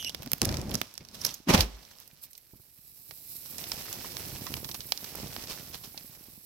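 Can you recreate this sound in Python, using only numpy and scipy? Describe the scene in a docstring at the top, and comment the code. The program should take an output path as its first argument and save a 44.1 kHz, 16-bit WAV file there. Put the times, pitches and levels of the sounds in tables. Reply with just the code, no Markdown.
"""A dead tree is pushed over in a snowy forest, close by: stick-slip squeaks, sharp snaps and shrill rasps,
a grind of random collisions as the butt moves over its stump, then decaying thuds as the trunk lands.
The shaken trees around it shed their snow: filtered grains hiss and patter, soft lumps thump with a falling
pitch, twigs tick and falling bark knocks in damped modes. A faint echo follows the tree; the air stirs softly."""
import sys
import numpy as np
from scipy import signal
from scipy.fft import rfft, irfft
from scipy.io import wavfile

SR = 44100
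rng = np.random.default_rng(int(sys.argv[2]) if len(sys.argv) > 2 else 0)


def put_to_file(sound):
    """Save the sound as 16-bit audio at rate SR, in the file named by the first command-line argument."""
    columns = np.atleast_2d(sound).T  # one column per channel
    safe = np.clip(columns, -1, 1)
    whole_steps = np.round(safe * 32767)
    wavfile.write(sys.argv[1], SR, whole_steps.astype(np.int16))


N = 284533
TIME = np.arange(N) / SR
LANDED_S = 1.68   # the grinding ends and the snowfall starts

# Spectrum of splintering wood. Each row: frequency in Hz, relative density in dB per Hz.
SPLINTER_SPECTRUM = [(500, 0.5), (1000, 3.5), (1800, -3), (3500, 2), (6000, -1), (9000, -3.5),
                     (16000, -9.5)]
# Spectrum of soft snow clumps. Each row: frequency in Hz, relative density in dB per Hz.
CLUMP_SPECTRUM = [(15, -40.5), (25, -19), (75, -1), (128, 0), (219, -4.5), (345, -9), (560, -19.5),
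                  (800, -17.5), (1200, -22.5), (1560, -40.5), (2640, -120)]


def squeak(jitter=0.021, waver_hz=350, flutter=0.4):
    """Stick-slip friction: three contact spots at close pitches beat; two weaken as the slip gets smoother."""
    # Wood rubbing on wood. Each row: time in seconds, mean pitch in Hz, relative level in dB, roughness 0-1.
    friction = [(0, 3206, -41.5, 0.68), (.012, 3064, -45, 0.82), (.025, 3074, -46, 0.85),
                (.04, 3040, -46, 0.77), (.05, 2960, -40, 0.1), (.06, 2916, -38, 0.12),
                (.075, 2770, -37, 0.25), (.082, 2840, -35, 0.2), (.092, 3080, -46, 0.4),
                (.104, 3130, -46, 0.9), (.11, 3110, -75, 1)]
    # Harmonics. Each row: multiple of the pitch, level in dB when slipping smoothly, level in dB when rough.
    partials = [(1, 1, 0.5), (2, -11, -10.5), (3, -21, -9), (4, -21, -12)]
    hz, level_db, rough = in_time(friction)
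    # pitch ratio and share of each contact spot
    spots = [(1, 1), (.93, from_db(-2) * rough), (1.1, from_db(-1) * rough ** 2)]
    tone = 0
    for ratio, share in spots:
        wobble, grip = (rms_one(butter(n, waver_hz, "low")) for n in rng.standard_normal((2, N)))
        phase = 2 * np.pi * np.cumsum(ratio * hz * (1 + jitter * rough * wobble)) / SR
        harmonics = 0
        for multiple, smooth_db, rough_db in partials:
            partial_db = smooth_db + rough * (rough_db - smooth_db)
            harmonics = harmonics + from_db(partial_db) * np.sin(round(multiple) * phase)
        tone = tone + share * (1 + flutter * grip) * rms_one(harmonics)
    return tone * from_db(level_db) * (TIME < friction[-1][0]) * from_db([[-2], [1]])


def cracks(rise_s=0.0002, break_after_s=0.0012, tearing=0.78, width_share=0.51, bright=.15,
           tail_db=-30, tail_s=0.048, left_lag_s=0.00025, shadow_hz=7000):
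    """Impulsive fracture: a sharp release amid brief tearing rings the splinter and knocks the wood behind."""
    # Fibres, bark and twigs snapping. Each row: start in seconds, relative level in dB, pitch in Hz,
    # woody knock in dB re the snap, tearing time in ms, left-right pan in dB.
    snaps = [(0.0257, -53, 5200, 0, 2, -2), (0.0458, -45, 5200, -3.5, 1.6, -4),
             (0.073, -53, 5000, -17, 1.5, 0), (0.094, -43.5, 5000, -8, 2.6, 0),
             (0.1461, -43.5, 3640, -2, 2.1, -5), (.221, -45.5, 2250, -1.5, 5.6, 1),
             (0.23, -53.5, 12100, 1, 5.3, 2), (.2602, -59, 12200, 6, 3.1, -7),
             (.274, -53.5, 4770, -6, 1, 1), (.316, -38, 12800, -5, 1.2, 1),
             (0.3319, -32, 13600, -7, 1.4, -1), (.381, -56, 12500, -7, 1.6, 1),
             (.416, -28.5, 7840, -7.5, 1.4, 4), (.429, -44, 6300, -16, 0.88, 1),
             (0.4478, -44, 4400, -11, 2.2, -3), (0.4521, -34.5, 8600, -9, 1.7, -1),
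             (.49, -43, 5230, 0, 2.8, 5), (0.514, -50, 5900, -11, 1.5, 0), (0.5243, -50, 5050, 1.5, 2, 5),
             (0.541, -44.5, 5370, 0, 3, 3), (.569, -45, 6240, -7, 1.3, 0), (0.6139, -49.5, 7000, -7, 2, 1),
             (0.6933, -53.5, 6370, -12, 3.4, 0), (0.6977, -59, 6300, -10, 1.5, -2),
             (0.709, -50, 12500, -8, 1.3, 3), (0.714, -49.5, 3180, -4, 4, -8),
             (0.74, -41, 9500, -20, 2.1, 6), (.744, -42.5, 5550, -5, 2.9, -1),
             (0.7523, -38.5, 7160, -7, 1.7, -4), (.814, -34.5, 3100, 0, 1.7, -3),
             (.8304, -62, 9000, -6, 1.5, 0), (0.939, -59, 9800, -8, 1.2, -7),
             (.9524, -63, 5720, -19, 2, -4), (0.9772, -48.5, 6440, -4, 2, -4),
             (1.049, -60, 5560, -5, 3.3, 1), (1.086, -59, 4500, -20, 3.2, -3),
             (1.249, -35.5, 11300, -5.5, 4.5, -1), (1.4851, -43, 2600, 7, 1.4, 1),
             (1.4935, -37.5, 2800, -2, 3, 0), (1.537, -36.5, 5000, -8, 3, -1),
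             (1.5497, -32, 2500, -6, 4, -1), (1.577, -38.5, 3800, 0, 2.3, -2),
             (1.606, -27.5, 4000, -19, 5.4, -2.5), (1.9849, -65, 4900, -12, 2, -3),
             (2, -56, 14300, -20, 1.5, 2), (2.076, -61, 11100, -22.5, 2.5, -4),
             (2.331, -55, 11400, -19.5, 3.3, 5), (2.3512, -61.5, 5050, -16, 3.8, -6),
             (2.377, -50.5, 13860, -22, 4, 11), (3.1088, -57, 4760, 2.5, 4.6, -9.5),
             (3.582, -44, 7850, -6.5, 13, -0.5), (3.6394, -48, 3800, -0.5, 6.1, -3.5),
             (3.717, -38, 5050, -5, 2.5, 0.5), (3.9271, -41, 7600, -8, 2.2, 6),
             (4.1675, -45.5, 5400, -3, 2.1, -4), (4.4666, -48, 3500, -18, 5.1, -4),
             (4.5389, -39, 2580, -33, 1.8, 0.5), (4.713, -45, 5060, -10, 4, 2),
             (4.805, -47, 4250, -6.5, 9.6, -1), (4.9203, -32.5, 4000, -4.5, 2.3, -6),
             (4.9744, -47, 4060, -31, 1.8, -2), (5.154, -50.5, 14100, -16, 1, -5),
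             (5.3632, -53, 4000, 3.5, 1, -11.5), (5.744, -57.5, 3500, 1, 1.1, -15),
             (5.9755, -46, 4170, -7.5, 5.6, 1)]
    out, t = np.zeros((2, N)), TIME[:SR // 20]
    age = t - break_after_s
    release = rms_one(1. * (np.arange(len(t)) == round(break_after_s * SR)))
    tail = from_db(tail_db) * np.exp(-np.abs(age) / tail_s) * (age > 0)
    for s, level_db, hz, knock_db, tear_ms, pan_db in snaps:
        tear_s = tear_ms / 1000
        tear_envelope = np.exp(np.minimum(age / rise_s, -age / tear_s)) + tail
        fibres, scatter = rng.laplace(size=(2, len(t))) * tear_envelope
        force = release + tearing * rms_one(fibres)
        # the left side hears mostly scattered sound
        force = np.array([0.26 * force + 1.5 * rms_one(scatter), force])
        snap = rms_one(resonate(force, hz, width_share * hz) + bright * butter(force, 1500, "high"))
        knock_hz = rng.uniform(432, 801)
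        knock = rms_one(resonate(force, knock_hz, 480) - resonate(force, 2100, 1100))
        hit = (snap + from_db(knock_db) * knock) * from_db([[pan_db / 2], [-pan_db / 2]])
        i = round(s * SR)
        out[:, i:i + len(t)] += from_db(level_db) * hit[:, :N - i]
    # the left port is shadowed and a little farther away
    late_left = np.interp(TIME - left_lag_s, TIME, out[0])
    return np.array([from_db(-3.5) * butter(late_left, shadow_hz, "low"), out[1]])


def rasps(wander=0.13, waver_hz=900, octave_db=-5, flutter=0.93):
    """Irregular stick-slip: very fast, uneven slipping frequency-modulates a tone and its octave."""
    # Splinters dragged over each other. Each row: peak in seconds, rise in seconds, fall in seconds,
    # mean pitch in Hz, relative level in dB.
    drags = [(1.008, .003, 0.014, 2200, -55), (1.217, .004, 0.0034, 5770, -38),
             (1.2499, .0012, 0.002, 5774, -19), (1.264, .0008, 0.0026, 5670, -26.5),
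             (1.268, .001, 0.0018, 5800, -25.5), (1.291, .002, .006, 3280, -35.5),
             (1.308, .003, .003, 5900, -43.5), (1.344, 0.0026, 0.0034, 6900, -33.5)]
    wobble, grip = (rms_one(butter(n, waver_hz, "low")) for n in rng.standard_normal((2, N)))
    warped_s, out = np.cumsum(1 + wander * wobble) / SR, 0
    for s, rise, fall, hz, db in drags:
        phase = 2 * np.pi * hz * warped_s
        tone = np.sin(phase) + from_db(octave_db) * np.sin(2 * phase)
        out = out + from_db(db) * swell(s, rise, fall) * tone
    return out * (1 + flutter * grip) * from_db([[-5], [0]])


def tipping():
    """Friction as random collisions: the butt judders over the stump in dull knocks while fibres tear."""
    # Stages of rubbing, then of tearing fibres. Each row: relative level in dB, full at seconds,
    # ends at seconds, rise in dB/s, sag in dB/s, fade in dB/s.
    leaning, sliding = (-54.5, .16, .37, 12, 3, 200), (-30, .422, .625, 2000, 34, 130)
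    scraping, toppling = (-35.5, .71, .755, 300, 5, 350), (-50.5, 1.22, 1.29, 85, 3, 200)
    straining, ripping = (-56.5, .05, .41, 20, 8, 100), (-48, .45, .55, 240, 10, 70)
    parting, brushing = (-51, .74, .8, 120, 20, 55), (-51.5, 1.22, 1.3, 85, 3, 110)
    # The butt catches on the stump. Each row: peak in seconds, rise in seconds, fall in seconds, level in dB.
    jolts = [(.203, 0.0045, 0.0033, -41.5), (.275, 0.0097, 0.0038, -40.5), (.338, 0.0069, 0.0038, -42),
             (.818, .002, 0.0098, -43), (1.01, 0.0054, 0.025, -51)]
    # Spectrum of the grinding butt. Each row: frequency in Hz, relative density in dB per Hz.
    grind_spectrum = [(18, -32), (30, -6.5), (91, 0.5), (142, -3), (230, -2.5), (303, -11), (456, -17),
                      (560, -12.5), (800, -20.5), (1360, -31.5), (2500, -32), (3250, -59.5), (5500, -120)]
    rubbing = stage(leaning) + stage(sliding) + stage(scraping) + stage(toppling) + bursts(jolts)
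    tearing = waves([straining, ripping, parting, brushing])
    judder = ticks(per_s=700, spread_db=1.7, low_hz=95, high_hz=300, cycles=3.5)
    catching = surge(depth_db=1.3, rate_hz=29)
    grit = grains(grind_spectrum, per_s=1100, spread_db=2.5, smooth=0.7)
    grind = rubbing * catching * (grit + 0.5 * judder)
    fibres = ticks(per_s=550, spread_db=3.5, low_hz=1000, high_hz=7000, cycles=3)
    crackle = grains(SPLINTER_SPECTRUM, per_s=2400, spread_db=8.0, smooth=0.94)
    splinter = tearing * (crackle + 0.4 * fibres)
    return (grind + splinter * from_db([[-.5], [.5]])) * (TIME < LANDED_S)


def landing():
    """Impact: each blow crushes snow and rotten wood and excites a damped thud in trunk and ground."""
    # The trunk strikes stump or ground. Each row: peak in seconds, rise in seconds, fall in seconds,
    # relative crunch level in dB, thud pitch in Hz, thud level in dB.
    blows = [(0.4264, 0.0025, 0.013, -44, 177, -24), (1.476, 0.0027, 0.0046, -44.5, 270, -23.5),
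             (1.494, 0.0055, 0.012, -19.5, 175, -19.5), (1.506, 0.0062, 0.013, -20.5, 149, -20.5),
             (1.5422, 0.0063, 0.0014, -14.5, 85, -24), (1.5454, 0.00082, 0.0072, -10.5, 189, -8.5),
             (1.580, 0.024, 0.017, -27, 115, -28.5), (1.595, 0.0092, 0.011, -29.5, 79.7, -17.5),
             (1.625, 0.011, 0.03, -34.5, 51.4, -23), (1.745, 0.02, 0.03, -65.5, 52, -39.5)]
    # Spectrum of crushed snow and wood. Each row: frequency in Hz, relative density in dB per Hz.
    crunch_spectrum = [(40, -3.5), (120, -5), (260, 1), (400, -7), (520, -5.5), (640, -7.5), (820, -7),
                       (1150, -8.5), (1400, -15.5), (2600, -12.5), (4500, -21.5), (7000, -23.5),
                       (11000, -30.5), (16000, -38.5)]
    force, thud = 0, 0
    for s, rise, fall, crunch_db, hz, thud_db in blows:
        push = swell(s, rise, fall)
        force = force + from_db(crunch_db) * push
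        thud = thud + from_db(thud_db) * push * np.cos(2 * np.pi * hz * (TIME - s))
    crunch = force * grains(crunch_spectrum, per_s=5000, spread_db=3.5, smooth=0.89)
    return crunch * from_db([[-1.5], [.5]]) + thud


def shatters():
    """Brittle fracture: dense random breaks crackle brightly while the chips ring."""
    # Brittle wood, twigs or icy crust crushed. Each row: peak in seconds, rise in seconds,
    # fall in seconds, relative level in dB.
    sprays = [(1.147, 0.0065, 0.01, -43), (1.263, 0.033, 0.053, -38.5), (1.607, 0.028, 0.02, -31),
              (1.625, 0.0017, 0.0026, -47.5), (1.829, .003, .006, -52), (1.852, .003, .005, -53.5),
              (1.914, .003, 0.0091, -53), (2.025, 0.035, 0.014, -54), (2.238, 0.0056, 0.012, -53.5),
              (2.355, 0.0099, 0.011, -65), (3.46, 0.0038, 0.0062, -47.5), (4.568, 0.0026, 0.0052, -37.5),
              (4.646, 0.002, 0.0024, -34.5), (4.653, 0.0018, 0.0022, -44), (4.69, .0005, 0.0035, -31.5),
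              (4.7445, 0.00078, 0.0089, -34), (5.0435, 0.00052, 0.0032, -31.5),
              (5.174, 0.00089, 0.00098, -41), (5.499, 0.006, 0.049, -39.5), (5.745, 0.011, 0.021, -40),
              (5.842, 0.0065, 0.023, -44)]
    chips = ticks(per_s=1600, spread_db=2.0, low_hz=905, high_hz=6850, cycles=7.5)
    crackle = grains(SPLINTER_SPECTRUM, per_s=2600, spread_db=5.5, smooth=0.22)
    return bursts(sprays) * (crackle + 0.24 * chips) * from_db([[-2], [0]])


def snowfall(onset_s=0.02, settling_clumps_db=-5, bark_db=-5):
    """Granular noise: powder hisses, crumbs of ice and bark patter in spurts, small clumps rumble."""
    # Snow comes down in waves. Each row: relative level in dB, full at seconds, ends at seconds,
    # rise in dB/s, sag in dB/s, fade in dB/s.
    powder_waves, patter_waves, clump_waves = [(-63.5, 1.95, 2.02, 14, 3, 40),
                                               (-47.3, 3.5, 5.0, 15, .6, 5.5)], [(-67, 3.3, 3.5, 18, 0, 30),
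                                                                     (-45.8, 3.72, 4.5, 55, 4.6, 45),
                                                                     (-48.5, 5.15, 5.53, 30, -3, 55),
                                                                     (-60, 5.9, 6.25, 20, 2, 45)], [(-52.3, 3.8, 4.1, 19, 0, 10),
                                                                                           (-47, 4.43, 4.58, 28, 0, 55),
                                                                                           (-51.5, 5.22, 5.3, 42, 8, 15),
                                                                                           (-44, 5.235, 5.27, 150, 0, 300)]
    # A branch drops its powder. Each row: peak in seconds, rise in seconds, fall in seconds,
    # relative level in dB.
    puffs = [(2.238, 0.0076, 0.0085, -42), (2.311, 0.0036, .004, -50.5), (3.32, 0.023, 0.012, -48),
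             (3.368, 0.0042, 0.003, -42.5)]
    # Spectra of powder and crumbs. Each row: frequency in Hz, relative level in dB.
    powder_spectrum, patter_spectrum = [(1400, -30), (2000, -14), (2450, -3), (3100, -12.5), (4000, -2),
                                        (5000, -4), (6200, -7), (7800, 2.5), (9500, 0), (11500, 5.5),
                                        (16000, 2)], [(250, 4), (600, 2), (1300, -5.5), (2600, -1),
                                                        (5500, -3.5), (8000, -4.5), (16000, -23.5)]

    # bark and crumbs thrown up by the landing die away at 19.5 dB per second
    settling = from_db(-58.5 - 19.5 * np.maximum(TIME - LANDED_S, 0))
    powder_level = (waves(powder_waves) + bursts(puffs)) * surge(depth_db=1.4, rate_hz=21)
    powder = powder_level * grains(powder_spectrum, per_s=2400, spread_db=4.5, smooth=0.84)
    crumbs = ticks(per_s=220, spread_db=3, low_hz=550, high_hz=2800, cycles=3)
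    crackle = grains(patter_spectrum, per_s=750, spread_db=3.5, smooth=.8)
    bark = settling * ticks(per_s=130, spread_db=2.5, low_hz=800, high_hz=4500, cycles=3)
    spurts = surge(depth_db=1.3, rate_hz=21)
    clusters = surge(depth_db=1.5, rate_hz=140)
    patter = (waves(patter_waves) + settling) * spurts * clusters * (crackle + 0.28 * crumbs)
    clump_level = np.maximum(waves(clump_waves), from_db(settling_clumps_db) * settling)
    clumps = clump_level * grains(CLUMP_SPECTRUM, per_s=97, spread_db=4, smooth=0.5)
    snow = powder * from_db([[0], [.3]])
    snow = snow + patter * from_db([[-.7], [.7]])
    snow = snow + clumps * from_db([[-3], [2.3]])
    snow = snow + from_db(bark_db) * bark
    return snow * swell(LANDED_S, onset_s, np.inf)


def lumps(contact_s=0.00099, crunch_db=-7, ring_cycles=0.56, sink=0.21):
    """Damped impact: a dull crunch and a thump whose pitch drops as it sinks in; deep thumps last longer."""
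    # Larger lumps of snow and bark landing. Each row: start in seconds, relative level in dB,
    # pitch in Hz that the thump drops to.
    falls = [(1.402, -36.5, 230), (2.131, -44, 140), (2.534, -33.5, 104), (2.555, -43, 201),
             (2.597, -41.5, 127.5), (2.788, -49.5, 150.7), (4.012, -34.5, 215), (4.049, -43, 300),
             (4.274, -30, 218), (4.328, -31.5, 113), (4.35, -35, 96), (4.417, -29.5, 140),
             (4.502, -28.5, 170), (4.536, -32, 105), (4.552, -30.5, 150), (4.63, -28.5, 335),
             (4.655, -37, 167), (4.796, -33, 196), (5.029, -30, 189), (5.151, -24, 384), (5.185, -28, 404),
             (5.2, -25.5, 465), (5.221, -45, 300), (5.229, -34, 100), (5.25, -35, 114), (5.363, -40, 300),
             (5.383, -32, 218), (5.497, -35, 153), (5.596, -32, 200), (5.676, -43, 120), (5.698, -41, 75),
             (5.752, -39, 130), (5.842, -40.5, 222), (5.875, -38.5, 170), (5.944, -37, 282),
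             (5.971, -43, 170), (6.011, -41, 180), (6.045, -39.5, 218), (6.095, -40, 124),
             (6.172, -40, 130), (6.209, -38.5, 202), (6.284, -38, 211), (6.332, -47, 85), (6.377, -39, 182)]
    crunch, out = grains(CLUMP_SPECTRUM, per_s=880, spread_db=-1.0, smooth=0.36), np.zeros((2, N))
    t = TIME[:SR // 8]
    for s, db, hz in falls:
        cycles = hz * t
        thump = np.sin(2 * np.pi * (cycles + sink * (1 - np.exp(-cycles))))
        push = from_db(db) * (1 - np.exp(-t / contact_s)) * np.exp(-cycles / ring_cycles)
        i = round(s * SR)
        out[:, i:i + len(t)] += push[:N - i] * (thump[:N - i] + from_db(crunch_db) * crunch[:, i:i + len(t)])
    return out * from_db([[-3], [2]])


def knocks(cycles=6.6, crunch_db=-14):
    """Modal excitation: a short, gritty contact sets a piece of bark ringing in a few damped modes."""
    # Bark and dead twigs landing. Each row: start in seconds, relative level in dB, pitch in Hz,
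    # contact decay in seconds.
    contacts = [(2.112, -70, 2400, .002), (3.882, -57, 1200, 0.0019), (4.045, -50.5, 1080, 0.0046),
                (4.465, -47.5, 1100, 0.0069), (4.69, -58, 890, 0.0043), (5.15, -53.5, 776, 0.0018),
                (5.183, -61, 740, 0.0024), (5.2, -69, 700, .002), (5.363, -59, 700, 0.00078),
                (5.575, -60, 1630, 0.0022), (5.944, -61, 794, 0.0012), (6.278, -77, 890, .002)]
    # Modes of a piece of bark. Each row: ratio to its pitch, relative level in dB.
    modes = [(1, 6), (1.75, 0), (2.7, -4.5)]
    out, t = np.zeros((2, N)), TIME[:SR // 20]
    for s, db, hz, contact_s in contacts:
        grit = rng.standard_normal((3, len(t))) * np.exp(-t / contact_s)
        force = grit[0] + .5 * grit[1:]   # one shared contact, plus some of each side's own
        ring = 0
        for k, (ratio, mode_db) in enumerate(modes):
            ring = ring + (-1) ** k * from_db(mode_db) * resonate(force, ratio * hz, hz / cycles)
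        i = round(s * SR)
        out[:, i:i + len(t)] += from_db(db) * (rms_one(ring) + from_db(crunch_db) * rms_one(force))
    return out * from_db([[-1], [1]])


def forest(x, t60=0.82, wet_db=-29, dull_hz=6000):
    """Diffuse reverberation: trunks scatter a faint decaying echo; the snow swallows most of it."""
    t = TIME[:SR]
    echoes = rng.standard_normal((2, SR)) * from_db(-60 * t / t60) * (t > .012)
    echoes = rms_one(butter(echoes, [200, dull_hz], "band", order=1)) / np.sqrt(SR)   # unit energy
    return x + from_db(wet_db) * signal.fftconvolve(x, echoes, axes=1)[:, :N]


def air(level_db=-73):
    """Turbulence as low band noise: cold air stirs faintly and independently at each port."""
    return from_db(level_db) * rms_one(butter(rng.standard_normal((2, N)), [22, 90], "band"))


def grains(spectrum, per_s, spread_db, smooth):
    """Shot noise: random collisions of uneven size over a wash of smaller ones, coloured; stereo, rms 1."""
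    # Coherence of the two sides. Each row: frequency in Hz, left-right likeness 0-1.
    likeness = [(100, 0.96), (500, 0.6), (1000, 0.23), (2000, 0.068), (5000, 0.032), (12000, 0.033)]
    sizes = from_db(spread_db * np.minimum(rng.exponential(1, (2, N)), 3)) * rng.choice([-1, 1], (2, N))
    clicks = rms_one(sizes * (rng.random((2, N)) < per_s / SR)) + smooth * rng.standard_normal((2, N))
    hz = np.arange(N // 2 + 1) * SR / N
    # a causal filter, so that each grain starts sharply and rings afterwards
    cepstrum = irfft(np.log(from_db(at_hz(spectrum, hz))), N)
    mid, side = rfft(clicks) * np.exp(rfft(2 * cepstrum[:N // 2], N))
    alike = np.clip(at_hz(likeness, hz), 0, 1)
    stereo = np.sqrt(1 + alike) * mid + np.sqrt(1 - alike) * side * [[1], [-1]]
    return rms_one(irfft(stereo, N))


def ticks(per_s, spread_db, low_hz, high_hz, cycles, count=24):
    """Resonant shot noise: crumbs of many sizes each ring a few cycles at one of many pitches; rms 1."""
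    sizes = from_db(spread_db * np.minimum(rng.exponential(1, N), 3)) * rng.choice([-1, 1], N)
    clicks = sizes * (rng.random(N) < per_s / SR)
    dealt = rng.integers(0, count, N)   # which pitch each click rings at
    out = 0
    for k, hz in enumerate(np.geomspace(low_hz, high_hz, count)):
        out = out + resonate(clicks * (dealt == k) + 1e-18, hz, hz / cycles)
    return rms_one(out)


def surge(depth_db, rate_hz):
    """Random amplitude modulation: low-passed noise, of the given rms depth, moves a gain in decibels."""
    return from_db(depth_db * rms_one(butter(rng.standard_normal(N), rate_hz, "low")))


def swell(s, rise, fall):
    """Exponential growth and decay: an envelope that reaches 1 at time s and dies away."""
    return np.exp(np.maximum(np.minimum((TIME - s) / rise, (s - TIME) / fall), -np.log(1e9)))


def bursts(rows):
    """Superposition of amplitudes: the envelopes of short swells add up."""
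    return sum(from_db(db) * swell(s, rise, fall) for s, rise, fall, db in rows)


def stage(row):
    """Piecewise exponential envelope: it builds up, holds while sagging at a set rate, then fades."""
    db, full, end, rise, sag, fade = row
    loss = rise * np.maximum(full - TIME, 0)
    loss = loss + sag * (np.clip(TIME, full, end) - full)
    loss = loss + fade * np.maximum(TIME - end, 0)
    return from_db(db - loss)


def waves(rows):
    """Incoherent addition: overlapping stages add in power."""
    return np.sqrt(sum(stage(row) ** 2 for row in rows))


def resonate(x, hz, width_hz):
    """Damped resonator: one resonance with gain 1 on top."""
    hz = min(hz, .45 * SR)
    return signal.lfilter(*signal.iirpeak(hz, hz / min(width_hz, SR / 4), fs=SR), x)


def butter(x, hz, kind, order=2):
    """Linear filtering: a causal Butterworth filter."""
    return signal.sosfilt(signal.butter(order, np.clip(hz, 10, .47 * SR), kind, fs=SR, output="sos"), x)


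def at_hz(points, hz):
    """Logarithmic frequency scale: interpolate a spectrum along it."""
    f, value = np.transpose(points)
    return np.interp(np.log(hz + 1), np.log(f), value)


def in_time(rows):
    """Linear interpolation: each column of a curve at every sample."""
    s, *columns = np.transpose(rows)
    return [np.interp(TIME, s, c) for c in columns]


def from_db(db):
    """Logarithmic level: decibels to amplitude gain."""
    return 10 ** (np.asarray(db) / 20)


def rms_one(x):
    """Power normalisation: scale to unit mean square."""
    return x / np.sqrt(np.mean(x ** 2) + 1e-20)


def scene():
    """Superposition: the echoing tree goes down, and the snow falls over the faint air."""
    tree = squeak() + cracks() + rasps() + tipping() + landing() + shatters()
    return forest(tree) + snowfall() + lumps() + knocks() + air()


def record(dry):
    """Resonance and saturation: the right port colours the treble, peaks are rounded, the top is cut."""
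    # Peaks and dips of the right microphone port. Each row: frequency in Hz, width in Hz, gain in dB.
    port = [(4000, 600, 1.5), (5476, 1410, 9.5), (6210, 340, 0.5), (6900, 890, -5), (8240, 690, -0.5),
            (9900, 6000, -3.5), (11400, 1010, 7.5), (14100, 2320, 9.5), (15500, 730, -0.5)]
    left, right = dry
    for hz, width_hz, db in port:
        right = right + (from_db(db) - 1) * resonate(right, hz, width_hz)
    without_rumble = butter(np.array([left, right]), 28, "high")
    rounded = 1.1 * np.tanh(without_rumble / 1.1)
    top_cut = signal.ellip(10, .1, 70, 16000, fs=SR, output="sos")   # steep low-pass at 16 kHz
    return signal.sosfilt(top_cut, rounded)


dry = scene()
out = record(dry)
put_to_file(out)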